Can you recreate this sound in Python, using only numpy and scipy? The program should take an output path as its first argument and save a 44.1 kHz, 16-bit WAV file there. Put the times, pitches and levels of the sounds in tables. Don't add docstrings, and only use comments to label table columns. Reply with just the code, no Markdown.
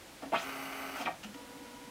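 import sys
import numpy as np
from scipy import signal
from scipy.fft import rfft, irfft
from scipy.io import wavfile

SR = 44100
rng = np.random.default_rng(int(sys.argv[2]) if len(sys.argv) > 2 else 0)


def file_out(sig):
    cols = np.atleast_2d(sig).T
    lim = np.clip(cols, -1, 1)
    pcm = np.round(lim * 32767).astype(np.int16)
    wavfile.write(sys.argv[1], SR, pcm)


N = 83790
T = np.arange(N) / SR


def amp(db):
    return 10 ** (np.asarray(db) / 20)


def unit(x):
    return x / np.sqrt(np.mean(x ** 2) + 1e-20)


def read(points, hz):
    f, value = np.transpose(points)
    return np.interp(np.log(hz + 1), np.log(f + 1), value)


def gate(start, end, edge_s):
    return np.clip((T - start) / edge_s, 0, 1) * np.clip((end - T) / edge_s + 1, 0, 1)


def phase(hz):
    return 2 * np.pi * np.cumsum(hz * np.ones(N)) / SR


def wander(hz):
    f = np.fft.rfftfreq(N, 1 / SR)
    return unit(irfft(rfft(rng.standard_normal(N)) * (f > 0) / (1 + (f / hz) ** 2) ** 2, N))


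def colour(x, spectrum, size=4096):
    log_gain = np.log(amp(read(spectrum, abs(np.fft.fftfreq(size, 1 / SR)))))
    response = np.exp(np.conj(signal.hilbert(log_gain)))
    taps = np.fft.ifft(response).real[:size // 2]
    return signal.fftconvolve(x, taps / np.linalg.norm(taps))[:N]


def clicks(per_s):
    return unit(rng.standard_normal(N) * (rng.random(N) < per_s / SR))


def room_hiss(level_db=-52.5):
    # f/Hz, relative level/dB
    spectrum = [(15, -60), (25, -3), (152, -2), (349, 1.5), (410, -6.5), (523, 1.5), (582, -3.5),
                (895, -3.5), (1240, -7.5), (1340, -6.5), (1800, -7.5), (2060, -7), (2700, -8.5),
                (10100, -16.5), (15500, -23.5)]
    return amp(level_db) * colour(rng.standard_normal(N), spectrum)


def knocks(clatter_rise_s=.0032, thump_rise_s=.0096):
    # t/s, relative levels of ring/dB and tick/dB, clatter time/s,
    # relative thump level/dB, thump f/Hz, time for the thump to fade by 60 dB/s
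    hits = [(.22, -44, -56, 0.022, -40, 274.7, 0.13), (.254, -53, -63, 0.017, -40.5, 279.5, 0.16),
            (.322, -59, -69, 0.013, -39, 238.6, 0.13), (0.356, -27, -45, 0.0061, -47.5, 188.6, 0.18),
            (0.997, -41.5, -58, 0.016, -42, 262.9, 0.13), (1.008, -45.5, -41.5, 0.022, -37.5, 275, 0.1),
            (1.047, -71, -55, 0.014, -42.5, 249, .1), (1.101, -62, -65, 0.016, -53.5, 162, 0.2),
            (1.23, -64, -42.5, 0.02, -44, 215, 0.079), (1.245, -60, -60, 0.014, -40, 215, 0.15),
            (1.283, -61, -53, 0.0078, -45.5, 209, 0.2), (1.34, -71, -48, 0.011, -44, 280, .1)]
    # f/Hz, relative level/dB
    tick_spectrum = [(300, -20), (1250, 4), (1900, -2), (2600, 3), (3000, 4.5), (3700, -7), (4800, -5),
                     (6500, -8.5), (9000, -20.5), (15000, -21)]
    force, ticks, thumps = np.zeros((3, N))
    for start, ring_db, tick_db, clatter_s, thump_db, thump_hz, fade_s in hits:
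        t = np.maximum(T - start, 0)
        burst = clicks(5000) * (1 - np.exp(-t / clatter_rise_s)) * np.exp(-(t / clatter_s) ** 2)
        force += amp(ring_db + 19) * burst / 2
        ticks += amp(tick_db) * burst
        angle = 2 * np.pi * thump_hz * t
        tone = np.sin(angle) + amp(-17) * np.sin(1.4 * angle)
        rise = 1 - np.exp(-(t / thump_rise_s) ** 2)
        thumps += 2 * amp(thump_db - 60 * t / fade_s) * rise * tone
    dull_force = colour(force, [(900, 5), (2500, -10.5), (8000, -35.5)])
    return plastic_case(dull_force) + colour(ticks, tick_spectrum), thumps


def plastic_case(force, longest_fade_s=.06):
    # f/Hz, relative level/dB
    notes = [(280, -11), (610, -5), (668, -7.5), (714, -6.5), (830, -11), (884, -38), (1115, -6.5),
             (1238, -10), (1310, -16), (1460, -44), (1840, -3.5), (2050, -2.5), (2310, 1.5), (2540, -7.5),
             (3090, -4.5), (3480, -18)]
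    # f/Hz, relative level/dB
    leak_spectrum = [(60, -43), (200, 1.5), (600, 5), (2800, 1), (4500, -4), (9000, -24), (15000, -31)]
    out = amp(-20) * colour(force, leak_spectrum)
    for hz, db in notes:
        fade_s = longest_fade_s * min(1, (1000 / hz) ** .5)
        decay = amp(-60 / (fade_s * SR))
        angle = 2 * np.pi * hz / SR
        ring = signal.lfilter([1 - decay, decay - 1], [1, -decay * np.exp(1j * angle)], force + 1e-15)
        out += 2 * amp(db) * ring.real / angle
    return out


def stepper(step_hz, force, jitter=.07):
    # multiple of the step rate, relative level/dB
    partials = [(.25, -15), (.5, -8.5), (.75, -8), (1, 0), (1.25, -10), (1.5, -11.5), (2, -16.5), (3, -20)]
    angle = phase(step_hz * (1 + jitter * wander(301)))
    steps = sum(amp(db) * np.sin(k * angle) * (k * step_hz < SR / 2) for k, db in partials)
    loose_parts = colour(clicks(1500), [(200, 7), (2500, -5), (5000, -22.5), (15000, -27)])
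    chatter = amp(-8.5) * (1 + np.cos(angle)) * loose_parts
    return amp(6) * plastic_case(force * (steps + chatter))


def rattle(speed, tooth_hz=91.5, shaft_hz=30.5, surge_hz=13):
    # f/Hz, relative level/dB
    spectrum = [(80, -37), (170, -12), (300, -14), (420, -14.5), (500, -12.5), (630, -2.5), (850, -5.5),
                (1020, -10), (1280, -5.5), (1520, -5), (1720, -12.5), (2050, -6), (2400, -7), (3000, -12.5),
                (3600, -21.5), (6000, -24), (9000, -35), (15000, -39)]
    # t/s, relative level/dB
    levels = [(.32, -62), (.345, -45.5), (.385, -44.5), (.44, -46), (.93, -47), (.98, -42.5), (1.035, -52),
              (1.08, -54), (1.14, -59)]
    times, db = np.transpose(levels)
    teeth = 1 + .14 * np.sin(phase(tooth_hz * speed))
    shaft = 1 + .3 * np.sin(phase(shaft_hz * speed))
    surge_db = 1.2 * np.cos(2 * np.pi * surge_hz * (T - .5))
    strength = amp(np.interp(T, times, db) + surge_db) * gate(times[0], times[-1], .01)
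    impacts = clicks(per_s=8000) * teeth * shaft * strength
    return colour(impacts, spectrum) + amp(-6) * plastic_case(impacts)


def rasp():
    # f/Hz, relative level/dB
    spectrum = [(100, -39), (2000, -10), (3200, 8.5), (4200, -8), (6400, 1), (8500, -11), (12000, -5),
                (15000, -9)]
    # start/s, end/s, level/dB
    ramps = [(0.38, 0.444, -53.5), (0.945, 1.035, -55)]
    strength = sum(amp(db) * gate(start, end, .019) for start, end, db in ramps)
    return strength * colour(rng.standard_normal(N), spectrum)


def gears(speed, flutter=.0012, wobble_db=1.5):
    # f/Hz, relative level/dB
    notes = [(382, -62), (414.5, -58), (646, -59), (823.6, -57), (899, -62), (1034, -62), (1125, -57),
             (1217, -55), (1308, -55), (1400, -62), (1529, -56), (2019, -56.5), (2062, -60), (2213, -63),
             (2304, -59), (2379, -64), (2573, -63), (2729, -65), (2912, -62), (3004, -64)]
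    angle_per_hz = phase(speed * (1 + flutter * wander(56)))
    tones = np.zeros(N)
    for hz, db in notes:
        wobble = unit(amp(wobble_db * wander(14)))
        tones += amp(db - .5) * wobble * np.sin(hz * angle_per_hz + 2 * np.pi * rng.random())
    return np.sqrt(2) * tones * speed ** 6.6


def whine(crest_s=.633):
    # f/Hz, relative level/dB, start/s, end/s, swell depth/dB, swell rate/Hz
    notes = [(4495, -67.5, .44, .96, 3, 21), (4544, -71.5, .44, .96, 2, 5), (4764, -73, .44, .96, 2, 8),
             (5615, -70, .44, .96, 1.5, 7), (6184, -66.8, .46, 1.0, 5, 20.7), (7865, -77, .44, .96, 1, 3),
             (8243, -68, .45, 1.02, 1, 5.5), (8985, -68, .425, .94, 1.5, 1.5),
             (10110, -72, .425, .94, 2, 1.5), (10304, -72, .44, .96, 1.5, 6),
             (12355, -64.3, .46, .95, 3, 5.4), (13474, -68.8, .45, .9, 4, 5.6),
             (14427, -59.4, .443, 1.02, .4, 9)]
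    tones = np.zeros(N)
    for hz, db, start, end, depth_db, swell_hz in notes:
        swell_db = depth_db * np.cos(2 * np.pi * swell_hz * (T - crest_s))
        tones += amp(db + 1 + swell_db) * gate(start, end, .012) * np.sin(phase(hz))
    return np.sqrt(2) * tones


def carriage_drone(hz=270.8, level_db=-50):
    strength = amp(level_db + wander(12)) * gate(.443, .955, .013)
    return np.sqrt(2) * strength * np.sin(phase(hz))


def drive_hum(start_s=1.335, waver_db=1.2):
    # f/Hz, level/dB
    notes = [(484.5, -59), (969.0, -59.5), (1453, -66), (1938, -74), (2116, -74), (3004, -72), (3149, -98)]
    # f/Hz, relative level/dB
    spectrum = [(150, -23.5), (235, 12.5), (380, -14.5), (650, -3), (1100, -5.5), (2500, -21), (8000, -30)]
    hum = np.sqrt(2) * sum(amp(db + waver_db * wander(20)) * np.sin(phase(hz)) for hz, db in notes)
    hiss = amp(-58) * colour(rng.standard_normal(N), spectrum)
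    return gate(start_s, T[-1], .015) * (hum + hiss)


def drive_throb(start_s=1.315, every_s=.0665, length_s=.078, from_hz=235, to_hz=309, settle_s=.055):
    out = np.zeros(N)
    for start in np.arange(start_s, T[-1], every_s):
        progress = np.clip((T - start) / length_s, 0, 1)
        db = -51.5 + 5 * np.exp((start_s - start) / settle_s) + 2 * rng.standard_normal()
        swell = np.sin(np.pi * progress ** 1.27) ** 2
        hz = from_hz + (to_hz - from_hz) * progress
        out += amp(db) * swell * np.sin(phase(hz) + 2 * np.pi * rng.random())
    return out


def room_echo(x, echoes_per_s=3000):
    # f/Hz, time to fade by 60 dB/s
    fade_times = [(200, .22), (1000, .19), (4000, .17), (12000, .12)]
    count = SR // 2
    signs = rng.choice([-1., 1.], count)
    echoes = signs * (rng.random(count) < echoes_per_s / SR) * (T[:count] > .003)
    hz, t, bands = signal.stft(echoes, SR, nperseg=256)
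    fade = amp(-60 * t / read(fade_times, hz)[:, None])
    tail = signal.istft(bands * fade, SR)[1]
    return signal.fftconvolve(x, tail / np.linalg.norm(tail))[:N]


def scene(cruise_hz=8244):
    # t/s, step rate/Hz, relative step force/dB
    travel = [(.319, 480, -38.5), (.331, 698, -28), (.345, 1097, -26), (.356, 2194, -30.5),
              (.372, 2996, -38.5), (.405, 5615, -45.5), (.442, 8332, -50.5), (.95, 8244, -60),
              (1.02, 5180, -49), (1.048, 3796, -54.5), (1.06, 2699, -35), (1.071, 1336, -32.5),
              (1.08, 827.5, -30), (1.097, 619, -40.5)]
    times, rates, force_db = np.transpose(travel)
    step_hz = np.interp(T, times, rates)
    speed = np.minimum(step_hz / (.94 * cruise_hz), 1)
    running = gate(times[0], times[-1], .0022)
    cruising = gate(.44, .95, .011)
    force = running * (1 - cruising) * amp(np.interp(T, times, force_db))
    clatter, thumps = knocks()
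    machine = clatter + stepper(step_hz, force) + rattle(speed) + rasp()
    mono = room_hiss() + thumps + machine + amp(-7) * room_echo(machine)
    mono += running * gears(speed) + carriage_drone() + whine()
    mono += drive_hum() + drive_throb()
    return np.array([mono, mono])


def record(dry, cutoff_hz=15850):
    low_pass = signal.firwin(511, cutoff_hz, window=("kaiser", 9), fs=SR)
    return signal.oaconvolve(dry, low_pass[None], "same", axes=1)


dry = scene()
out = record(dry)
file_out(out)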